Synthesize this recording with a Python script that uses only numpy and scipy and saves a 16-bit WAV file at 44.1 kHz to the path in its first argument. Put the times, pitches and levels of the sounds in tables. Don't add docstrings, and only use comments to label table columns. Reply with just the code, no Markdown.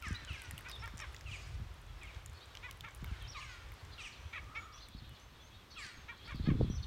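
import sys
import numpy as np
from scipy import signal
from scipy.fft import rfft, irfft, next_fast_len
from scipy.io import wavfile
from scipy.ndimage import map_coordinates

SR = 44100
rng = np.random.default_rng(int(sys.argv[2]) if len(sys.argv) > 2 else 0)


def dump_mix(stems):
    frames = np.atleast_2d(stems).T
    limited = np.clip(frames, -1, 1)
    pcm = np.round(limited * 32767).astype(np.int16)
    wavfile.write(sys.argv[1], SR, pcm)


N = 302746

# (time [s], length [s], start pitch [Hz], turning pitch [Hz], end pitch [Hz],
#   place of the turn [0-1], level [dB])
PEEPS = [(.05, .065, 4300, 5400, 3930, .45, -68), (.143, 0.028, 3500, 3930, 3950, .55, -52),
         (.683, 0.045, 4450, 5100, 3500, .45, -60), (.727, 0.04, 3455, 3687, 3320, 0.47, -52),
         (2.325, 0.075, 3600, 4440, 3260, 0.7, -69.5), (2.4, 0.053, 3070, 3940, 3400, 0.74, -63),
         (3.2, 0.079, 3800, 3140, 3610, 0.6, -61.5), (3.273, 0.065, 3920, 5640, 3860, 0.36, -57.5),
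         (3.345, 0.058, 4000, 3860, 4680, 0.3, -60.5), (3.914, 0.047, 4100, 4230, 3760, 0, -61.5),
         (3.975, 0.057, 2970, 3940, 3630, 0.6, -63), (4.115, 0.068, 4440, 4140, 3050, 0.3, -65.5),
         (4.72, 0.07, 3980, 5890, 3900, 0.62, -63.5), (4.725, 0.075, 3680, 3370, 3660, .5, -66),
         (4.8, .07, 3550, 4165, 3340, 0.52, -60.5), (4.96, 0.048, 3760, 4380, 3030, 0.46, -65.5),
         (5.03, 0.034, 3040, 3270, 3180, 0.67, -65.5), (5.14, 0.075, 4600, 4020, 3530, 0.47, -73),
         (5.29, 0.055, 3700, 4400, 3470, 0.8, -79), (5.525, 0.063, 3310, 3800, 3640, 0.53, -71.5),
         (5.703, .05, 4070, 4550, 3540, 0, -61), (5.705, .055, 6060, 5950, 5030, 0.25, -70),
         (5.755, 0.052, 3170, 3340, 3120, 0.62, -56.5), (6.24, 0.056, 4110, 4510, 4360, 0.5, -62),
         (6.345, 0.063, 4840, 4330, 3770, 0.46, -65), (6.42, 0.073, 3920, 4400, 4180, 0.54, -64.5),
         (6.595, 0.078, 3900, 4410, 3160, 0.4, -70), (6.722, 0.062, 4700, 5800, 3940, 0.33, -63),
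         (6.783, 0.027, 3780, 3550, 3740, 0.7, -65), (6.822, .028, 3900, 4200, 3190, 0.46, -58.5)]
PEEP_RASP = [(4300, .9), (5500, .2)]
TWITTER_RATE = [(0, 2.2), (2.9, 2.45), (3.2, 22), (3.6, 1), (4.6, 4.2), (4.9, 43), (5.7, 26), (5.95, 7.1),
                (6.3, 63), (6.86, 55)]
# (time [s], length [s], pitch [Hz], slope [Hz/s], level [dB])
WHISTLES = [(.795, 0.035, 5400, 0, -74.5), (1.003, .024, 5440, -3000, -73.5), (4.15, 0.23, 5960, 0, -89.5),
            (4.57, 0.083, 6930, -2000, -84.5), (4.768, 0.056, 6160, -2, -84),
            (5.19, 0.061, 6140, 8000, -85), (5.41, 0.085, 6280, 8000, -85.5),
            (5.933, 0.11, 6470, -2800, -86), (4.24, 0.13, 3180, 0, -88), (6.15, 0.071, 4030, -4200, -87),
            (6.696, 0.09, 5950, 4002, -74.5), (6.79, 0.15, 6070, 1502, -85)]
# (time [s], ring [Hz], ring [dB], splash [Hz], splash [dB], crack [dB])
TICKS = [(0.0242, 2380, -49.5, 5380, -58.5, -60), (0.084, 2280, -62.3, 7500, -51, -75.9),
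         (0.129, 1610, -54, 7040, -55.6, -79.5), (0.2487, 3340, -55, 6500, -54.5, -77.9),
         (0.3306, 2800, -52.6, 5320, -73.1, -65), (0.4189, 2440, -51, 9100, -52.7, -63.6),
         (0.5101, 2060, -48.5, 8900, -48.5, -57), (0.5793, 2890, -46, 8860, -55.5, -55),
         (0.5895, 2050, -54, 9880, -66.8, -62.2), (0.6083, 1610, -56, 9540, -62, -66),
         (0.6866, 1850, -60, 6240, -56, -69), (0.697, 3510, -56, 5060, -58, -56),
         (0.7145, 3780, -49, 8630, -55.0, -62.7), (0.8585, 1860, -53, 5660, -58, -64),
         (0.8765, 1690, -48.5, 5140, -60, -62), (0.973, 1640, -61.2, 6960, -57, -70.5),
         (0.9793, 1800, -61, 6220, -52, -62), (0.9915, 2110, -57, 6330, -52.5, -80.0),
         (1.0014, 1830, -50, 5960, -49.5, -71.0), (1.1455, 2000, -50, 6060, -57.5, -65),
         (1.1643, 3430, -52.5, 5270, -57.5, -76.8), (1.21, 2070, -56, 5300, -55.5, -69),
         (2.0334, 2330, -54, 7600, -59.5, -79), (2.1467, 3320, -57, 6120, -65, -78),
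         (2.2607, 1820, -58, 7900, -50.5, -63), (2.5518, 2930, -48.5, 5560, -58, -65),
         (2.5712, 3240, -48, 5500, -59, -83.0), (2.7107, 3040, -51, 6500, -54.5, -53),
         (2.808, 3490, -47.5, 6270, -58.5, -59), (2.848, 2240, -50, 5050, -64, -78),
         (2.9483, 1830, -72.9, 8550, -56.5, -67), (3.0441, 2200, -47.5, 7240, -67, -55.5),
         (3.2244, 2890, -62.3, 9820, -63, -69), (3.7193, 2150, -53, 9820, -66.9, -61),
         (3.8502, 2200, -69.7, 6520, -64.2, -74.0), (4.8858, 2280, -60, 8300, -60.5, -66.7),
         (5.0936, 1940, -66, 9100, -67, -70), (5.8647, 1610, -56, 5650, -56.3, -73),
         (6.359, 4390, -74, 5920, -73, -69)]
PATTER_RATE = [(0, 26), (1.2, 26), (1.5, 3), (2.2, 12), (2.5, 6), (2.8, 22), (3.6, 4), (6.86, 1)]

# (time [s], opening slur [Hz], opening slur [dB], its fundamental [dB],
#   delay of second slur [s], second slur [Hz], second slur [dB], slur treble [dB], buzz length [s],
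#   buzz [Hz], buzz [dB], buzz treble [dB], high resonance [Hz], hoarseness [0-1])
JACKDAW_CRIES = [(0.022, 1285, -56.5, 3.5, 0.017, 938, -50.5, -16, 0.22, 486, -58, -6, 5840, 0.49),
                 (0.274, 1393, -53, -7.5, 0.043, 1257, -53, -20, 0.31, 495, -63.5, 0, 6070, 0.57),
                 (1.258, 1302, -55, -13, 0.052, 1302, -51, -18, 0.32, 548, -67.5, 14, 6730, 0.48),
                 (2.012, 1157, -57, -24, 0.051, 1284, -61, -32, 0.25, 540, -76, 2, 6500, 0.43),
                 (3.062, 1438, -64, -0.5, .055, 1070, -64, -30, 0.23, 466, -67, -3, 6500, 0.54),
                 (3.346, 1140, -53.5, 0.5, 0.054, 1263, -54.5, -19, .29, 497, -60, -1, 6560, 0.6),
                 (3.979, 1315, -52.5, -11, .052, 1329, -52, -14.5, 0.17, 530, -72, 7, 5950, 0.77),
                 (5.762, 1251, -53.5, -6, 0.042, 984, -55, -15.5, 0.19, 501.6, -57.5, 1.5, 7440, 0.2)]
SLUR_OVERTONES = [(2, 0), (3, -14)]
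SLUR_TREBLE = [(4, -3), (5, -4), (6, -4), (7, -6), (8, -14)]
JACKDAW_THROAT = [(400, -39), (1000, -21), (1550, 4), (2200, -1.5), (3300, -6), (4500, -5), (5700, -13),
                  (7700, -21), (9000, -18), (10500, -34), (14000, -33)]

# (time [s], length [s], pitch [Hz], level [dB], roughness [0-1], bill resonance [dB])
YAPS = [(0.644, 0.047, 488, -52.5, 0.6, 4), (0.816, 0.051, 463, -50.5, 0.1, -2.5),
        (0.99, 0.036, 446, -55, 0.64, 5), (2.624, 0.053, 496.7, -50.5, 0.37, 7),
        (2.833, 0.037, 452.5, -52, 0.28, 0), (4.325, 0.04, 489, -48, 0.75, 12),
        (4.547, 0.045, 452, -45.5, 0.08, 14), (6.079, 0.04, 473.5, -49.5, 0.2, 5),
        (6.272, 0.044, 478, -53, 0.42, 3), (6.452, .032, 421, -53.5, 0.4, -5)]
# (time [s], length [s], pitch [Hz], level [dB], bill resonance [dB])
YAP_BREAKS = [(0.682, 0.03, 610, -53.5, -3), (0.862, 0.032, 578, -57, -10), (1.003, 0.054, 592, -50.5, -1),
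              (6.115, 0.033, 518, -59, -16), (2.668, 0.039, 570, -56.5, -1), (2.861, 0.035, 575, -55.5, -2),
              (4.348, .045, 626, -47.5, 9.5), (6.299, 0.039, 585, -52, -1), (6.48, 0.037, 589, -49.5, 0)]
YAP_THROAT = [(420, -17.5), (850, -2), (1250, 4.5), (1800, 2), (2300, 5), (2800, -7), (3500, -3),
              (4500, -23), (6000, -22), (10000, -48)]
# (time [s], length [s], start pitch [Hz], middle pitch [Hz], end pitch [Hz], level [dB])
FAR_CRY = [(4.447, .34, 1194, 1302, 1137, -59)]

WIND_LEVELS = [(0.0, -59, -62), (1.24, -51.5, -75), (1.55, -47.5, -62), (1.76, -50.5, -67),
               (2.44, -60, -73.5), (3.23, -53, -68), (3.86, -58.5, -72), (4.39, -59, -63.5),
               (4.8, -61.5, -66.5), (5.35, -63, -64.5), (6.09, -64.5, -64), (6.38, -49, -59),
               (6.51, -37, -38.5), (6.61, -42, -35.5), (6.78, -37.5, -62), (6.86, -52, -56)]
THUMPS = [(0.066, -34, -44.5), (0.107, -26.5, -38), (0.301, -49, -38), (0.531, -55, -41), (0.781, -54, -45),
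          (0.938, -35.5, -53), (1.31, -51, -42), (1.598, -39, -40.5), (2.158, -56, -47.5), (2.28, -55, -47),
          (3.025, -32.5, -38), (3.114, -35, -40.5), (3.859, -61, -45.5), (4.25, -53, -49.5),
          (4.948, -36, -44), (5.101, -54, -44.5), (6.345, -27.5, -36.5), (6.398, -24, -37),
          (6.474, -16.5, -36), (6.487, -11.5, -48), (6.516, -14.5, -46), (6.615, -22, -29.5),
          (6.645, -19.5, -49), (6.7, -20.5, -32)]
RUMBLE_SPECTRUM = [(15, -41), (28, -15), (45, 1), (75, 1), (110, -4.5), (160, -17), (300, -57), (600, -105)]
FLUTTER_SPECTRUM = [(60, -3.5), (120, -1.5), (165, -4), (260, -6.5), (400, -17), (700, -40), (1500, -43),
                    (3000, -100)]
KNOCKS = [(6.611, -26)]
HUSH_LEVELS = [(0, -58), (.8, -56), (1.8, -58.5), (3.4, -57.5), (5.3, -59.5), (6.86, -59.5)]
HUSH_SPECTRUM = [(120, -20), (200, -10), (340, -3.5), (700, -5.5), (1150, -2.5), (1600, -5.5), (2400, -8.5),
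                 (3400, -9), (4400, -14), (5600, -16.5), (7000, -20.5), (9000, -24), (12000, -32.5),
                 (16000, -95)]
HISS_SPECTRUM = [(3000, -46), (6000, -39), (8500, -29), (10300, -2), (12000, 12), (16000, 6.5)]
BANK_DECAY = [(200, 0.25), (2000, 1), (5000, 0.74), (10000, 0.24)]

RESONANCE_HALF_WIDTH_HZ, RESONANCE_DB = 330, 8.5
SMEAR_RAD = 1.1


def cygnets():
    thin = np.zeros(N)
    for s, length, hz, slope, db in WHISTLES:
        slide = slope * length / 2
        note = whistle(length, (hz - slide, hz, hz + slide), jitter=.0042, jitter_rate=110,
                       edge=.3, flat_top=1.77, flutter_db=3)
        add(thin, s, amp(db + 14) * note)
    clear = reeds(peeps(PEEPS, flat_top=3), scatter_db=-6.5, t60=.048)
    murmur = reeds(peeps(twitter(), flat_top=1.767), scatter_db=9, t60=.13)
    return bank(clear + amp(1) * murmur + thin, wet_db=-10, delay_s=.0063)


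def peeps(rows, flat_top, rasp_hz=620, clear_above_db=-56):
    out = np.zeros(N)
    for s, length, *pitches, turn, db in rows:
        u, hz, phase, swell = glide(length, pitches, jitter=.013, jitter_rate=400, edge=.4,
                                    flat_top=flat_top, turn=turn)
        rasp_phase = 2 * np.pi * rasp_hz * length * u + 1.5 * wobble(300, len(u))
        rasp = 1 + along(PEEP_RASP, hz) * (db < clear_above_db) * np.sin(rasp_phase)
        flutter = amp(3 * wobble(220, len(u)))
        add(out, s, amp(db + 2.5) * swell * unit(rasp * flutter * np.sin(phase)))
    return out


def twitter():
    times = poisson_times(TWITTER_RATE)
    return [(s, .04, 3200, 3550 * np.exp(.11 * pitch), 3100, .5 + .35 * lean, -72.5 + 1.5 * level)
            for s, (pitch, lean, level) in zip(times, rng.standard_normal((len(times), 3)))]


def whistle(length, pitches, jitter, jitter_rate, edge, flat_top, flutter_db):
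    u, _, phase, swell = glide(length, pitches, jitter, jitter_rate, edge, flat_top, turn=.517)
    flutter = amp(flutter_db * wobble(146, len(u)))
    return swell * unit(flutter * np.sin(phase))


def dabbling(spatter_s=.038, spatter_db=-11):
    out, t = np.zeros(N), np.arange(SR // 20) / SR
    bin_hz = np.fft.rfftfreq(len(t), 1 / SR) + 1
    snap = (1 - np.exp(-t / .0003)) * (amp(-60 * t / .007) + amp(-25 - 60 * t / .04))

    def sized(x):
        return x / np.sqrt(np.sum(x ** 2) / (.005 * SR))

    def burst(hz, octaves):
        band = np.exp(-(np.log2(bin_hz / hz) / octaves) ** 2)
        return sized(snap * irfft(rfft(rng.standard_normal(len(t))) * band, len(t)))

    for s, ring_hz, ring_db, splash_hz, splash_db, crack_db in TICKS:
        bubble = sized(amp(-60 * t / .014) * np.sin(2 * np.pi * ring_hz * t))
        ring = sized(bubble + .8 * burst(ring_hz, .59))
        splash = amp(splash_db) * burst(splash_hz, .43) + amp(crack_db) * burst(13400, .69)
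        add(out, s, amp(ring_db) * ring + splash)
        for lag, size in rng.random((2, 2)):
            add(out, s + spatter_s * lag, size * amp(spatter_db) * splash)
    for s in poisson_times(PATTER_RATE):
        db = -68 + 2 * rng.standard_normal()
        hz = 8000 * np.exp(.31 * rng.standard_normal())
        add(out, s, amp(db) * burst(hz, .37))
    return bank(out, wet_db=-19.5, delay_s=.0084)


def jackdaws():
    slurs, buzzes = np.zeros(N), np.zeros(N)
    for (s, hz, db, fundamental_db, delay, second_hz, second_db, slur_treble_db,
         buzz_s, buzz_hz, buzz_db, buzz_treble_db, resonance_hz, hoarse) in JACKDAW_CRIES:
        voice = slur_treble_db, resonance_hz, hoarse
        opening = slur(.052, hz, *voice, fall_oct=.357, fundamental_db=fundamental_db)
        second = slur(.056, second_hz, *voice, fall_oct=.62, fundamental_db=-22)
        add(slurs, s, amp(db) * opening)
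        add(slurs, s + delay, amp(second_db) * second)
        buzz = syrinx(buzz_s, (1.3 * buzz_hz, buzz_hz, .9 * buzz_hz), JACKDAW_THROAT, buzz_treble_db,
                      bill=(resonance_hz, RESONANCE_HALF_WIDTH_HZ), bill_db=RESONANCE_DB,
                      jitter=.0087 * hoarse, hoarse=hoarse, edge=.57, closing_oct=.12, fade_db=7.5,
                      flutter_db=6.6 * hoarse, harmonics=24)
        add(buzzes, s + .016, amp(buzz_db + np.linspace(3, -4, len(buzz))) * buzz)
    cries = amp(4.5) * trunks(slurs, echo_db=-12.5, spread_s=.08, count=6) + amp(3.5) * buzzes
    return bank(foliage(cries), wet_db=-10, delay_s=.02)


def slur(length, hz, treble_db, resonance_hz, hoarse, fall_oct, fundamental_db, rasp_hz=537, top_hz=9500):
    half_fall = 2 ** (fall_oct / 2)
    u, pitch, phase, swell = glide(length, (hz * half_fall, hz * .985, hz / half_fall),
                                   jitter=.04 * hoarse, jitter_rate=457, edge=.32, flat_top=1.9)
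    overtones = sum(amp(db) * np.sin(k * phase) for k, db in SLUR_OVERTONES)
    for k, db in SLUR_TREBLE:
        boost_db = RESONANCE_DB * resonance(k * pitch, resonance_hz, RESONANCE_HALF_WIDTH_HZ)
        gain = amp(treble_db + db + boost_db) / np.hypot(1, (k * pitch / top_hz) ** 10)
        waver = SMEAR_RAD * hoarse * wobble(896, len(u))
        overtones += np.sqrt(2 * u) * gain * np.sin(k * phase + waver)
    flutter = amp(1.4 * wobble(874, len(u)))
    rasp = 1 + .8 * hoarse * np.sin(2 * np.pi * rasp_hz * length * u)
    return swell * (amp(fundamental_db) * np.sin(phase) + overtones * unit(flutter * rasp))


def syrinx(length, pitches, throat, treble_db, bill, bill_db, jitter, hoarse, edge,
           closing_oct, fade_db, flutter_db, harmonics):
    u, hz, phase, swell = glide(length, pitches, jitter, jitter_rate=441.6, edge=edge, flat_top=1.825)
    k = np.arange(1, harmonics + 1)[:, None]
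    tract_hz = np.abs(k * hz) * 2 ** (closing_oct * (u - .5))
    tract_db = along(throat, tract_hz) + bill_db * resonance(tract_hz, *bill)
    treble = np.clip((k * hz - 2500) / 2000, 0, 1)
    flicker_db = 3.5 * np.array([wobble(35, len(u)) for _ in k]) * np.maximum(treble, hoarse)
    tilt_db = (treble_db - fade_db * (u - .5)) * treble
    smear = SMEAR_RAD * np.maximum(hoarse * treble, np.clip(k * hz / 4000 - 1, 0, 1))
    waver = rng.normal(0, .9, k.shape) + smear * np.array([wobble(450, len(u)) for _ in k])
    partials = amp(tract_db + flicker_db + tilt_db) * np.sin(k * phase + waver)
    flutter = amp(flutter_db * wobble(201.4, len(u)))
    return swell * unit(partials.sum(0) * flutter)


def waterfowl():
    out = np.zeros(N)
    for s, length, hz, db, rough, bill_db in YAPS:
        add(out, s, amp(db) * yap(length, (.84 * hz, hz, .94 * hz), bill_db, rough))
    for s, length, hz, db, bill_db in YAP_BREAKS:
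        add(out, s, amp(db) * yap(length, (1.07 * hz, hz, .76 * hz), bill_db, rough=.55))
    blurred = reeds(amp(1.5) * out, scatter_db=-6.5, t60=.17)
    return bank(blurred, wet_db=-20.5, delay_s=.012)


def yap(length, pitches, bill_db, rough):
    return syrinx(length, pitches, YAP_THROAT, treble_db=bill_db - 5.5, bill=(2310, 450),
                  bill_db=bill_db, jitter=.045 * rough, hoarse=rough, edge=.95, closing_oct=.16,
                  fade_db=16, flutter_db=5 * rough, harmonics=16)


def far_bird():
    out = np.zeros(N)
    for s, length, *pitches, db in FAR_CRY:
        cry = whistle(length, pitches, jitter=.0606, jitter_rate=330, edge=.35, flat_top=1.3, flutter_db=2)
        add(out, s, amp(db) * cry)
    return bank(out, wet_db=-10, delay_s=.01)


def wind(eddy_rise_s=.011, gust_cut_hz=41):
    thumps, eddies, t = np.zeros(N), np.zeros(N), np.arange(SR // 5) / SR
    hz = 85 + 170 * np.exp(-t / .009)
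    push = amp(-3 - 60 * t / .048) * (1 - np.exp(-t / .0016)) * np.sin(2 * np.pi * np.cumsum(hz) / SR)
    eddy = t / eddy_rise_s * np.exp(1 - t / eddy_rise_s)
    for s, push_db, eddy_db in THUMPS:
        add(thumps, s, amp(push_db) * push)
        add(eddies, s, amp(eddy_db) * eddy)
    rumble_db, flutter_db = curves(WIND_LEVELS)
    rumble = amp(rumble_db + 2.5 + 2.5 * wobble(18, N)) * noise(RUMBLE_SPECTRUM)
    flutter_gain = np.hypot(amp(flutter_db - 1.5 + 4.9 * wobble(40, N)), amp(-15.5) * eddies)
    flutter = flutter_gain * noise(FLUTTER_SPECTRUM)
    puffs = thumps + eddies * noise(RUMBLE_SPECTRUM)
    gusts = filtered(puffs, lambda f: (f / gust_cut_hz) ** 3 / np.hypot(1, (f / gust_cut_hz) ** 3))
    return rumble + flutter + gusts


def knock(mode_hz=470, t60=.011):
    out, t = np.zeros(N), np.arange(SR // 20) / SR
    for s, db in KNOCKS:
        add(out, s, amp(db + 2 - 60 * t / t60) * np.sin(2 * np.pi * mode_hz * t))
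    return filtered(out, lambda hz: amp(along([(900, 4.5), (1500, -13), (3000, -32)], hz)))


def air():
    hush_db, = curves(HUSH_LEVELS)
    hush = amp(hush_db - 1.97 + .92 * wobble(11, N)) * noise(HUSH_SPECTRUM)
    return hush + amp(-79) * noise(HISS_SPECTRUM)


def reeds(x, scatter_db, t60):
    t = np.arange(SR // 5) / SR
    response = rng.standard_normal(len(t)) * amp(-60 * t / t60) * (t > .002)
    scattered = signal.fftconvolve(x, response / np.linalg.norm(response))[:N]
    return (x + amp(scatter_db) * scattered) / np.hypot(1, amp(scatter_db))


def trunks(x, echo_db, spread_s, count):
    out = x.copy()
    for place in (np.arange(count) + rng.random(count)) / count:
        add(out, .006 + spread_s * place, amp(echo_db - 10 * place) * x)
    return out


def foliage(x):
    treble = filtered(x, lambda hz: 1 - 1 / (1 + (hz / 4000) ** 8))
    return x - treble + reeds(treble, scatter_db=5, t60=.06)


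def bank(x, wet_db, delay_s):
    hz, t, spectra = signal.stft(rng.standard_normal(SR // 2), SR, nperseg=256)
    decay = amp(-60 * t / along(BANK_DECAY, hz)[:, None])
    tail = signal.istft(spectra * decay, SR, nperseg=256)[1]
    tail = np.pad(tail / np.linalg.norm(tail), (int(delay_s * SR), 0))
    return x + amp(wet_db) * signal.fftconvolve(x, tail)[:N]


def glide(length, pitches, jitter, jitter_rate, edge, flat_top, turn=.5):
    u = np.linspace(0, 1, max(int(length * SR), 64))
    start, middle, end = pitches
    side = np.interp(u, [0, np.clip(turn, .05, .95), 1], [-1, 0, 1])
    hz = middle + (end - start) / 2 * side + ((start + end) / 2 - middle) * np.abs(side) ** flat_top
    hz *= 1 + jitter * wobble(jitter_rate, len(u))
    swell = unit(np.abs(np.sin(np.pi * u)) ** edge)
    return u, hz, 2 * np.pi * np.cumsum(hz) / SR, swell


def resonance(hz, centre_hz, half_width_hz):
    return 1 / (1 + ((hz - centre_hz) / half_width_hz) ** 2)


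def poisson_times(rates):
    return np.flatnonzero(rng.random(N) < curves(rates)[0] / SR) / SR


def amp(db):
    return 10 ** (np.asarray(db) / 20)


def unit(x):
    return x / np.sqrt(np.mean(x ** 2) + 1e-20)


def along(points, hz):
    frequencies, values = np.transpose(points)
    return np.interp(np.log(hz + 1), np.log(frequencies + 1), values)


def curves(rows):
    times, *columns = np.transpose(rows)
    return [np.interp(np.arange(N) / SR, times, column) for column in columns]


def wobble(rate, size):
    knots = rng.standard_normal(int(size * rate / SR) + 4)
    return map_coordinates(knots, [np.arange(size) * rate / SR])


def filtered(x, response):
    size = next_fast_len(N + SR // 2)
    return irfft(rfft(x, size) * response(np.fft.rfftfreq(size, 1 / SR)), size)[:N]


def noise(spectrum):
    return unit(filtered(rng.standard_normal(N), lambda hz: amp(along(spectrum, hz))))


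def add(track, s, sound):
    part = track[max(round(s * SR), 0):][:len(sound)]
    part += sound[:len(part)]


def scene():
    return (cygnets() + jackdaws() + waterfowl() + far_bird() + dabbling() + wind() + knock() + air())[None]


def record(dry):
    return filtered(dry[0], lambda hz: hz < 15900)[None]


dry = scene()
out = record(dry)
dump_mix(out)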